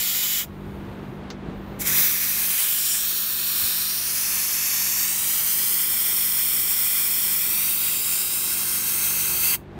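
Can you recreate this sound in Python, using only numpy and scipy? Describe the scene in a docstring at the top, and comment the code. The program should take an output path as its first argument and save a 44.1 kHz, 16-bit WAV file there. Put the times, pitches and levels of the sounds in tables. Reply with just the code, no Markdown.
"""An air jet hisses under a truck, stops, spits and blows again as a hand pulls a tank's drain valve by its cable.
The jet is turbulent noise; reflections from tank, hand and arm comb it, so its colour sweeps as they move.
While the valve is shut a faint leak seeps past its seat, and handling bumps are short low pushes.
An idling engine, harmonics of its firing rate over a throbbing rumble, stands out whenever the jet stops."""
import sys
import numpy as np
from scipy import signal
from scipy.fft import rfft, irfft, next_fast_len
from scipy.io import wavfile
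from scipy.ndimage import uniform_filter1d, map_coordinates

SR = 44100
rng = np.random.default_rng(int(sys.argv[2]) if len(sys.argv) > 2 else 0)


def log_audio(samples):
    """Write samples as a 16-bit WAV file to the path given in sys.argv[1]."""
    # one column per channel
    frames = np.atleast_2d(samples).T
    # limit to full scale, then quantise
    limited = np.clip(frames, -1, 1)
    pcm = np.round(limited * 32767).astype(np.int16)
    wavfile.write(sys.argv[1], SR, pcm)


N = 431722


def amp(db):
    """Logarithmic level: decibels to an amplitude ratio."""
    return 10 ** (np.asarray(db) / 20)


def unit(x):
    """Normalisation: x at an rms of 1."""
    return x / np.sqrt(np.mean(x ** 2) + 1e-20)


def seconds():
    """Sampling: the time of every sample."""
    return np.arange(N) / SR


def along(points, hz):
    """Spectral interpolation: (Hz, value) points joined on a logarithmic frequency axis."""
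    f, v = np.transpose(points)
    return np.interp(np.log(hz + 1), np.log(f + 1), v)


def curves(rows):
    """Linear interpolation in time: one curve for each column after the time."""
    s, *columns = np.transpose(rows)
    return [np.interp(seconds(), s, column) for column in columns]


def wobble(rate):
    """Slow random modulation: a smooth curve through random knots, rate of them a second."""
    knots = rng.standard_normal(int(N * rate / SR) + 4)
    return map_coordinates(knots, [seconds() * rate])


def filtered(x, response):
    """Linear filtering: the spectrum of x times a response of frequency."""
    size = next_fast_len(N + SR // 4)
    hz = np.fft.rfftfreq(size, 1 / SR)
    return irfft(rfft(x, size) * response(hz), size)[..., :N]


def noise(colour_db):
    """Spectral shaping: random noise of rms 1 whose relative spectrum in dB is a function of frequency."""
    return unit(filtered(rng.standard_normal(N), lambda hz: amp(colour_db(hz))))


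def echoes(x, paths, low_hz, high_hz):
    """Reflection: a copy for each (delay s, strength); long waves bend round, the shortest scatter."""
    reflected = filtered(x, lambda hz: hz ** 2 / (hz ** 2 + low_hz ** 2) / (1 + (hz / high_hz) ** 2))
    # four times the sampling rate, so that delays can glide between samples
    fine = signal.resample_poly(reflected, up=4, down=1)
    fine_s = np.arange(len(fine)) / (4 * SR)
    return sum(strength * np.interp(seconds() - delay, fine_s, fine) for delay, strength in paths)


TOP_HZ = 15740  # middle of the final roll-off


def in_band(hz):
    """Band limiting: the response falls from 1 to 0 across 100 Hz."""
    return np.clip((TOP_HZ - hz) / 100 + .5, 0, 1)


# Level of the open jet at the swaying microphone, before flutter and the valve's flow.
# Each row: time in seconds, level in dB.
HISS_LEVEL = [(0.2, -20.5), (1.88, -20), (1.905, -21.5), (1.95, -18.5), (1.98, -17), (2.05, -17),
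              (2.09, -20), (2.16, -22.5), (2.52, -22.5), (2.62, -20.5), (2.78, -22.5), (2.93, -22.5),
              (3.06, -24), (3.3, -24), (3.37, -25), (3.65, -21.5), (3.92, -25), (4.04, -25.5), (4.1, -23.5),
              (4.7, -22.5), (4.8, -23), (5.03, -21.5), (5.15, -23.5), (5.5, -21.5), (7.35, -21.5),
              (8.1, -23), (8.85, -24), (9.05, -21.5), (9.35, -23), (9.47, -20), (9.55, -21)]


def jet():
    """Jet noise: turbulent air, coloured by direction and reflection, then scaled by the valve's flow."""
    shaded = aimed(turbulence())
    air = chassis(mirrored(shaded), drift_s=.00002, count=12)
    # even out the power over a tenth of a second before the levels are set
    power = np.abs(uniform_filter1d(air ** 2, size=SR // 10))
    air = air / np.sqrt(power)
    level_db, = curves(HISS_LEVEL)
    flutter_db = 0.5 * wobble(25) + 0.33 * wobble(250)
    return air * valve() * amp(level_db + flutter_db)


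# Pulls on the valve's cable.
# Each row: opening starts in seconds, fully shut in seconds, opening time in seconds,
# closing time in seconds, level of the open flow in dB.
PULLS = [(-0.1, 0.452, 0.02, 0.06, -2.5), (1.786, 1.842, 0.022, 0.027, -4), (1.832, 9.561, 0.038, 0.016, 0)]
# the hiss lingers under the truck, and longer but fainter in the yard: time constants, level of the latter
RING_S, TAIL_S, TAIL_DB = 0.0051, 0.021, -17.5


def valve():
    """Flow control: flow rises evenly, holds and falls as the spring shuts; exponential decays linger."""
    t = seconds()
    flow = 0
    for start, shut, opening, closing, db in PULLS:
        openness = np.clip(np.minimum((t - start) / opening, (shut - t) / closing), 0, 1)
        flow = flow + amp(db) * openness

    def linger(time_constant):
        keep = np.exp(-1 / (time_constant * SR))
        return signal.lfilter([1 - keep], [1, -keep], flow, zi=flow[:1])[0]

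    return np.hypot(linger(RING_S), amp(TAIL_DB) * linger(TAIL_S))


# Relative colour of the open jet.
# Each row: frequency in Hz, spectral density in dB per Hz.
JET = [(200, -27.5), (480, -25), (700, -20.5), (1500, -11.5), (2300, -7), (3900, -12), (5600, -8),
       (7500, -7.5), (9600, -3), (10400, -9), (11200, -4.5), (13000, -1.5), (15600, -1)]
# Gaps between hand, tank and frame, each ringing with the jet or swallowing it.
# Each row: half open in seconds, half closed in seconds, centre in Hz with the arm at rest,
# width in Hz at rest between the points of quarter dB, gain in dB before POCKET_DEPTH,
# octaves risen as the arm's path halves.
POCKETS = [(-0.2, 0.35, 2270.0, 420.0, -5.7, 0.9), (-0.2, 0.6, 3000, 160, 5.5, 0),
           (-0.2, 0.6, 3300, 170, 6, 0), (-0.2, 0.6, 7300, 500, 3.5, 0), (-0.2, 0.6, 8450, 600, -4.5, 0),
           (-0.2, 0.6, 10600, 700, -5, 0), (0.14, 2.27, 4350.0, 500.0, -5.2, 0.0),
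           (0.16, 2.3, 9150.0, 1040.0, -4.5, 0.0), (0.4, 5.13, 1130.0, 250.0, 3.3, 0.0),
           (0.48, 2.4, 6610.0, 490.0, 5.5, 0.4), (2.2, 2.7, 14400, 3500, -3.5, 0),
           (2.52, 2.74, 3150, 1000, 4, 0), (2.52, 2.88, 9600, 1100, 3.5, 0), (2.7, 3.55, 11050, 900, -4, 0),
           (3.8, 4.03, 7550, 800, -5, 0), (3.85, 4.06, 11500, 1200, -3.5, 0), (2.7, 4.0, 5600, 450, 3.5, 0),
           (2.74, 3.05, 1100.0, 1060.0, -5.3, 0.0), (2.78, 4.81, 3710.0, 160.0, 4.6, 0.1),
           (2.86, 7.6, 3030.0, 330.0, -4.8, 0.4), (3.21, 3.84, 6730.0, 1020.0, -5.6, 0.1),
           (3.85, 8.63, 3470.0, 640.0, 3.7, 0.9), (4.2, 5.0, 2400, 900, 2.5, 0),
           (4.26, 5.08, 5950.0, 430.0, -7.2, 0.9), (4.26, 9.68, 4500.0, 380.0, 3.2, 0.0),
           (5.12, 9.51, 1800.0, 370.0, -4.3, 0.3), (5.15, 9.57, 2210.0, 290.0, -4.8, 0.4),
           (5.26, 9.45, 11690.0, 760.0, -5.3, 0.0), (5.3, 7.41, 3530.0, 240.0, -5.1, 0.9),
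           (5.79, 9.58, 6460.0, 580.0, -6.6, 0.4), (5.88, 7.87, 4720.0, 470.0, -7.0, 0.8),
           (6.54, 8.53, 8140.0, 990.0, 3.0, 0.0), (6.9, 7.6, 2400, 450, 3, 0),
           (7.38, 9.4, 3510.0, 290.0, -4.2, 0.0), (7.44, 9.71, 3850.0, 240.0, 4.2, 0.0),
           (7.49, 7.85, 6920.0, 470.0, -7.8, 0.8), (7.75, 9.68, 1800.0, 190.0, 4.7, 0.8),
           (7.95, 8.3, 10350, 700, 4.5, 0), (7.95, 8.45, 14250, 1100, 4, 0),
           (8.45, 9.6, 11350, 450, -6, 0.5), (8.5, 9.4, 5800, 600, 3, 0), (8.55, 9.45, 12650, 600, -8, 1.0),
           (8.8, 9.6, 11250, 650, -4, 0), (8.3, 9.38, 4040.0, 470.0, -5.8, 1.0),
           (8.38, 9.52, 2710.0, 370.0, -7.8, 0.3), (8.85, 9.73, 5150.0, 530.0, -6.5, 0.0),
           (9.0, 9.8, 2600, 170, 2.5, 0), (9.35, 9.8, 4600, 350, 4, 0)]
POCKET_DEPTH, POCKET_FADE_S = 1.12, 0.25  # factor on every gap's dB; time a gap takes to open or close
ARM_REST_MS = 0.915  # extra travel time by way of the arm at rest


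def turbulence():
    """Resonance and absorption: broad jet noise marked by gaps that rise in pitch as the arm narrows them."""
    hz, t, z = signal.stft(noise(lambda hz: along(JET, hz)), SR, nperseg=1024)
    arm_s, arm_ms, _ = np.transpose(ARM)
    narrowing = ARM_REST_MS / np.interp(t, arm_s, arm_ms)
    for opens, closes, centre, width, db, glide in POCKETS:
        openness = np.clip(np.minimum(t - opens, closes - t) / POCKET_FADE_S + .5, 0, 1)
        rest_hz = hz[:, None] / narrowing ** glide
        detune = 2 * (rest_hz - centre) / width
        z = z * amp(POCKET_DEPTH * db * openness / (1 + detune ** 2) ** 2)
    marked = signal.istft(z, nperseg=1024)[1][:N]
    return filtered(marked, in_band)


# Rasp and fizz against the top sizzle, as the hand shades the jet.
# Each row: time in seconds, rasp in dB, fizz in dB.
SHADE = [(0.2, 5, -1), (1.88, 0.5, 1.5), (2.01, 0.5, -4.5), (2.5, -2, -5), (2.63, -1.5, -3),
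         (2.76, -2.3, -4.5), (2.86, 5, 2.5), (2.95, 2.5, 7), (3.08, 1.5, -5.5), (3.86, 4.5, -1),
         (4.02, 3.5, 0), (4.1, 1.5, 3), (5.02, 3, 2.5), (5.53, -2.5, -2), (7.77, -2, -3), (8.1, 0, 2.7),
         (9.49, -1, -1.5)]
# Extra roar as the valve opens or is throttled shut.
# Each row: start in seconds, extra roar in dB before rise and fade, fade time constant in seconds.
RUSHES = [(-0.1, 2, 0.7), (0.4, 6, 0.1), (1.82, 3, 0.29), (9.52, 6, 0.11)]
RUSH_RISE_S = 0.025
ROAR_HZ, RASP_HZ, FIZZ_HZ, SIZZLE_HZ = 2230, 4600, 7900, 13300  # band centres
ROAR_DB, ROAR_FOLLOWS = -0.7, 0.61  # roar against the sizzle; dB of roar per dB of fizz


def aimed(x):
    """Directivity: big eddies roar, smaller ones rasp and fizz, each size spreading in its own directions."""
    centres = [ROAR_HZ, RASP_HZ, FIZZ_HZ, SIZZLE_HZ]
    bands = []
    for share in np.eye(len(centres)):
        points = list(zip(centres, share))
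        bands.append(filtered(x, lambda hz: along(points, hz)))
    rasp_db, fizz_db = curves(SHADE)
    t = seconds()
    rush_db = 0
    for s, db, fade in RUSHES:
        rise = np.clip((t - s) / RUSH_RISE_S, 0, 1)
        rush_db = rush_db + db * rise * np.exp(-np.abs(t - s) / fade)
    roar_db = ROAR_DB + ROAR_FOLLOWS * fizz_db + rush_db
    return sum(amp(db) * band for db, band in zip([roar_db, rasp_db, fizz_db, 0], bands))


# Near surfaces that mirror the jet; in all four tables negative strengths invert, as edges do.
# The forearm closes in on the microphone in two moves. Each row: time in seconds,
# extra travel time in ms, strength from -1 to 1 before SURFACE_DB.
ARM = [(0.25, 1.311, 0.1), (1.91, 1.214, 0.05), (2.75, 1.26, 0.16), (3.2, 1.175, 0.12), (3.8, 1.25, 0.12),
       (4.1, 1.18, 0.1), (4.6, 1.125, 0.18), (4.96, 1.1, 0.26), (5.33, 0.997, 0.38), (5.6, 0.978, 0.38),
       (5.8, 0.935, 0.4), (6.1, 0.92, 0.42), (7.36, 0.915, 0.35), (7.72, 0.83, 0.28), (8.45, 0.795, 0.32),
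       (8.62, 0.755, 0.15), (9.44, 0.776, 0.2)]
# The palm, closest of all, cups the valve. Each row: time in seconds, extra travel time in ms,
# strength from -1 to 1 before SURFACE_DB.
PALM = [(0.2, 0.267, 0.39), (2.01, 0.359, -0.24), (2.77, 0.256, 0.27), (3.02, 0.261, 0.24),
        (3.45, 0.264, 0.31), (3.73, 0.246, 0.16), (4.08, 0.189, 0.55), (4.96, 0.163, 0.58),
        (5.36, 0.086, 0.04), (5.58, 0.211, 0.1), (7.35, 0.193, 0.1), (7.67, 0.24, -0.15),
        (7.84, 0.278, 0.31), (8.56, 0.223, 0.11), (9.42, 0.209, -0.05)]
# The tank's wall, hidden while the hand is in the way. Each row: time in seconds,
# extra travel time in ms, strength from -1 to 1 before SURFACE_DB.
TANK = [(0.28, 0.547, 0.35), (1.89, 0.543, 0.4), (2.61, 0.505, 0.06), (2.77, 0.725, 0.13),
        (3.21, 0.722, 0.48), (3.74, 0.739, 0.5), (4.25, 0.66, 0.08), (5.11, 0.639, -0.26),
        (5.46, 0.638, 0.3), (6.04, 0.581, 0.47), (7.41, 0.581, 0.39), (7.7, 0.497, -0.22),
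        (8.4, 0.485, -0.66), (8.8, 0.519, -0.4), (9.52, 0.536, -0.6)]
# The fingers round the cable. Each row: time in seconds, extra travel time in ms,
# strength from -1 to 1 before SURFACE_DB.
FINGERS = [(0.29, 0.45, 0.09), (2.06, 0.462, 0.1), (2.42, 0.463, 0.14), (2.89, 0.47, -0.32),
           (3.14, 0.392, -0.2), (3.8, 0.372, -0.17), (4.11, 0.374, 0.1), (4.93, 0.326, 0.11),
           (5.19, 0.429, -0.08), (6.04, 0.358, 0.15), (7.26, 0.384, 0.13), (7.67, 0.373, 0.06),
           (8.15, 0.435, 0.21), (8.74, 0.44, 0.02), (9.49, 0.485, 0.01)]
# The band each surface throws back. Each row: path table, lower edge in Hz, upper edge in Hz.
SURFACES = [(ARM, 1290, 10000), (PALM, 3150, 11900), (FINGERS, 1075, 14750), (TANK, 1910, 6100)]
SURFACE_DB = 2.4  # how hard the surfaces are: gain on all their echoes


def mirrored(x):
    """Comb filtering: close reflections interfere with the hiss; the teeth rise as a path shortens."""
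    out = x
    for path, low_hz, high_hz in SURFACES:
        delay_ms, strength = curves(path)
        out = out + amp(SURFACE_DB) * echoes(x, [(delay_ms / 1000, strength)], low_hz, high_hz)
    return out


# strength of each far echo; its shortest and longest delay in seconds before any movement
CHASSIS_STRENGTH, CHASSIS_S = 0.08, (0.0013, 0.0055)


def chassis(x, drift_s, count):
    """Multipath: weak frame and ground echoes drift as the microphone sways and glide as it moves with the arm."""
    arm_ms, _ = curves(ARM)
    travel = (arm_ms - ARM_REST_MS) / 1000
    sway = drift_s * wobble(0.83)
    paths = []
    for _ in range(count):
        delay = rng.uniform(*CHASSIS_S) + rng.uniform(.5, 1) * travel + rng.standard_normal() * sway
        paths.append((delay, rng.choice([-1, 1]) * CHASSIS_STRENGTH))
    return x + echoes(x, paths, low_hz=1300, high_hz=22000)


# Puffs from the shut valve.
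# Each row: start in seconds, level in dB, time to fall by 60 dB in seconds.
SPITS = [(1.303, -33, 0.081), (1.447, -60, 0.014)]
# Relative colour of a puff. Each row: frequency in Hz, spectral density in dB per Hz.
SPIT = [(400, -22), (1200, 2), (3000, -2), (6000, -1), (7500, -12), (9500, -41), (15500, -23)]


def spits():
    """Impulsive release: a tick of the valve stem and a puff of air, both decaying exponentially."""
    out = np.zeros(N)
    for s, db, t60 in SPITS:
        age = np.maximum(seconds() - s, 0)
        puff = amp(-60 * age / t60) * noise(lambda hz: along(SPIT, hz))
        tick = amp(-4.0 - 60 * age / 0.0053) * rng.standard_normal(N)
        out += (age > 0) * amp(db) * (puff + tick)
    return out


# Level of the shut valve's leak, before its wobble. Each row: time in seconds, level in dB.
LEAK_LEVEL = [(0.5, -67), (0.65, -62.5), (1.15, -65.5), (1.27, -80), (1.5, -75), (1.6, -71), (1.77, -68),
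              (9.6, -81), (9.68, -87), (9.79, -72)]
# Relative colour of the leak. Each row: frequency in Hz, spectral density in dB per Hz.
LEAK = [(2000, -22), (5000, -11), (7000, -5), (7800, -13), (8900, -3), (9700, -6), (10400, -15),
        (11500, -1), (13100, -5), (14300, 1), (15600, -6)]
# The seat sings thinly as the cable tightens. Its one row: start in seconds, end in seconds,
# centre in Hz, width in Hz between the points 6 dB down, level in dB before its wobble.
LEAK_WHISTLE = (1.5, 1.86, 14600, 800, -66)
WHISTLE_RISE_S = 0.08  # the song swells in and out this slowly


def leak():
    """Leakage noise: air seeps past the valve's seat, with a thin narrow-band song around its opening."""
    level_db, = curves(LEAK_LEVEL)
    seep = amp(level_db + 1.2 * wobble(13)) * noise(lambda hz: along(LEAK, hz))
    start, end, centre, width, db = LEAK_WHISTLE
    t = seconds()
    tension = np.clip(np.minimum(t - start, end - t) / WHISTLE_RISE_S, 0, 1)
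    song = noise(lambda hz: -20 * np.log10(1 + (2 * (hz - centre) / width) ** 2))
    return seep + amp(db + 1.5 * wobble(20)) * tension * song


# Soft handling bumps. Each row: centre in seconds, envelope peak in dB, frequency in Hz,
# time from the centre to 1/e of the envelope in seconds.
BUMPS = [(.5, -34, 85, .012), (0.625, -36, 55, .02), (0.688, -34, 100, .014), (0.747, -34, 65, .018),
         (0.793, -28, 75, 0.0068), (.89, -31, 125, .012), (1.099, -28.5, 136, 0.013),
         (1.488, -18, 170, 0.0022), (1.594, -37, 50, .025), (3.644, -35, 75, 0.011),
         (3.668, -40.5, 190, 0.011), (9.756, -33.5, 203, .012)]


def bumps():
    """Transient excitation: each bump is a short low sine under a Gaussian envelope."""
    t = seconds()
    out = np.zeros(N)
    for s, db, hz, width in BUMPS:
        envelope = np.exp(-((t - s) / width) ** 2)
        out += amp(db) * envelope * np.sin(2 * np.pi * hz * (s - t))
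    return out


# Level of the idling engine's drone, before the gains below. Each row: time in seconds, level in dB.
DRONE = [(0.0, -46.5), (0.4, -45), (0.52, -38.5), (0.61, -34.5), (1.0, -35.5), (1.45, -35.5), (1.93, -36.5),
         (2.13, -45), (2.51, -45), (2.56, -54), (2.75, -50), (3.43, -48), (7.99, -46.5), (9.68, -41),
         (9.79, -36.5)]
# Harmonic lines, relative to one another. Each row: multiple of the firing rate, level in dB,
# change in dB over the microphone's whole move.
ORDERS = [(1, -5.5, 0.5), (2, -4.5, 4.5), (3, 0.5, -1), (4, 3.5, -4), (5, -6, -2), (7, -8, 5),
          (8, -11.5, 7), (9, -20.5, 0)]
# Relative colour of engine and yard noise. Each row: frequency in Hz, spectral density in dB per Hz.
RUMBLE = [(22, -36), (38, -19), (60, -1), (100, -8.5), (140, -5), (220, -6.5), (360, -4.5), (480, -11),
          (800, -14), (1400, -19.5), (2200, -25), (3800, -31.5), (5200, -42), (8000, -48), (15500, -57)]
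FIRING_HZ = 49.4  # mean rate
HUM_DB, RUMBLE_DB = -2.5, -2.5  # lines and rumble against the drone's level
# the deepest boom rises and falls less than the drone: its upper edge, its level, dB per dB of drone
BOOM_HZ, BOOM_DB, BOOM_FOLLOWS = 100, 1.5, 0.8
MOVE_S = (4.5, 12.7)  # the microphone moves along the truck; the sound ends before the move does
SURGE_DB, SURGES_PER_S = 1.1, 12  # typical size and knot rate of the rumble's uneven swells


def engine():
    """Periodic excitation: firing harmonics and throbbing rumble; the deepest boom swings less than the rest."""
    level_db, = curves(DRONE)
    moved = np.interp(seconds(), MOVE_S, [0, 1])
    firing_hz = FIRING_HZ * (1 + 0.002 * wobble(2))
    phase = 2 * np.pi * np.cumsum(firing_hz) / SR
    hum = np.zeros(N)
    for k, db, change_db in ORDERS:
        line = np.sin(round(k) * phase + rng.uniform(0, 2 * np.pi))
        hum += amp(db + change_db * moved + wobble(2.97)) * line
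    throb = 1 + 0.055 * np.cos(phase)
    rumble = noise(lambda hz: along(RUMBLE, hz)) * throb * amp(SURGE_DB * wobble(SURGES_PER_S))
    drone = amp(HUM_DB) * unit(hum) + amp(RUMBLE_DB) * unit(rumble)
    boom = filtered(drone, lambda hz: 1 / (1 + (hz / BOOM_HZ) ** 4))
    usual_db = np.median(level_db)
    boom_db = usual_db + BOOM_DB + BOOM_FOLLOWS * (level_db - usual_db)
    return amp(level_db) * (drone - boom) + amp(boom_db) * boom


def scene():
    """Superposition: all sources add at one microphone, heard alike on both sides."""
    mono = jet() + leak() + engine() + spits() + bumps()
    return np.array([mono, mono])


def record(dry):
    """Band limiting: nothing passes above the top of the band."""
    return filtered(dry, in_band)


dry = scene()
out = record(dry)
log_audio(out)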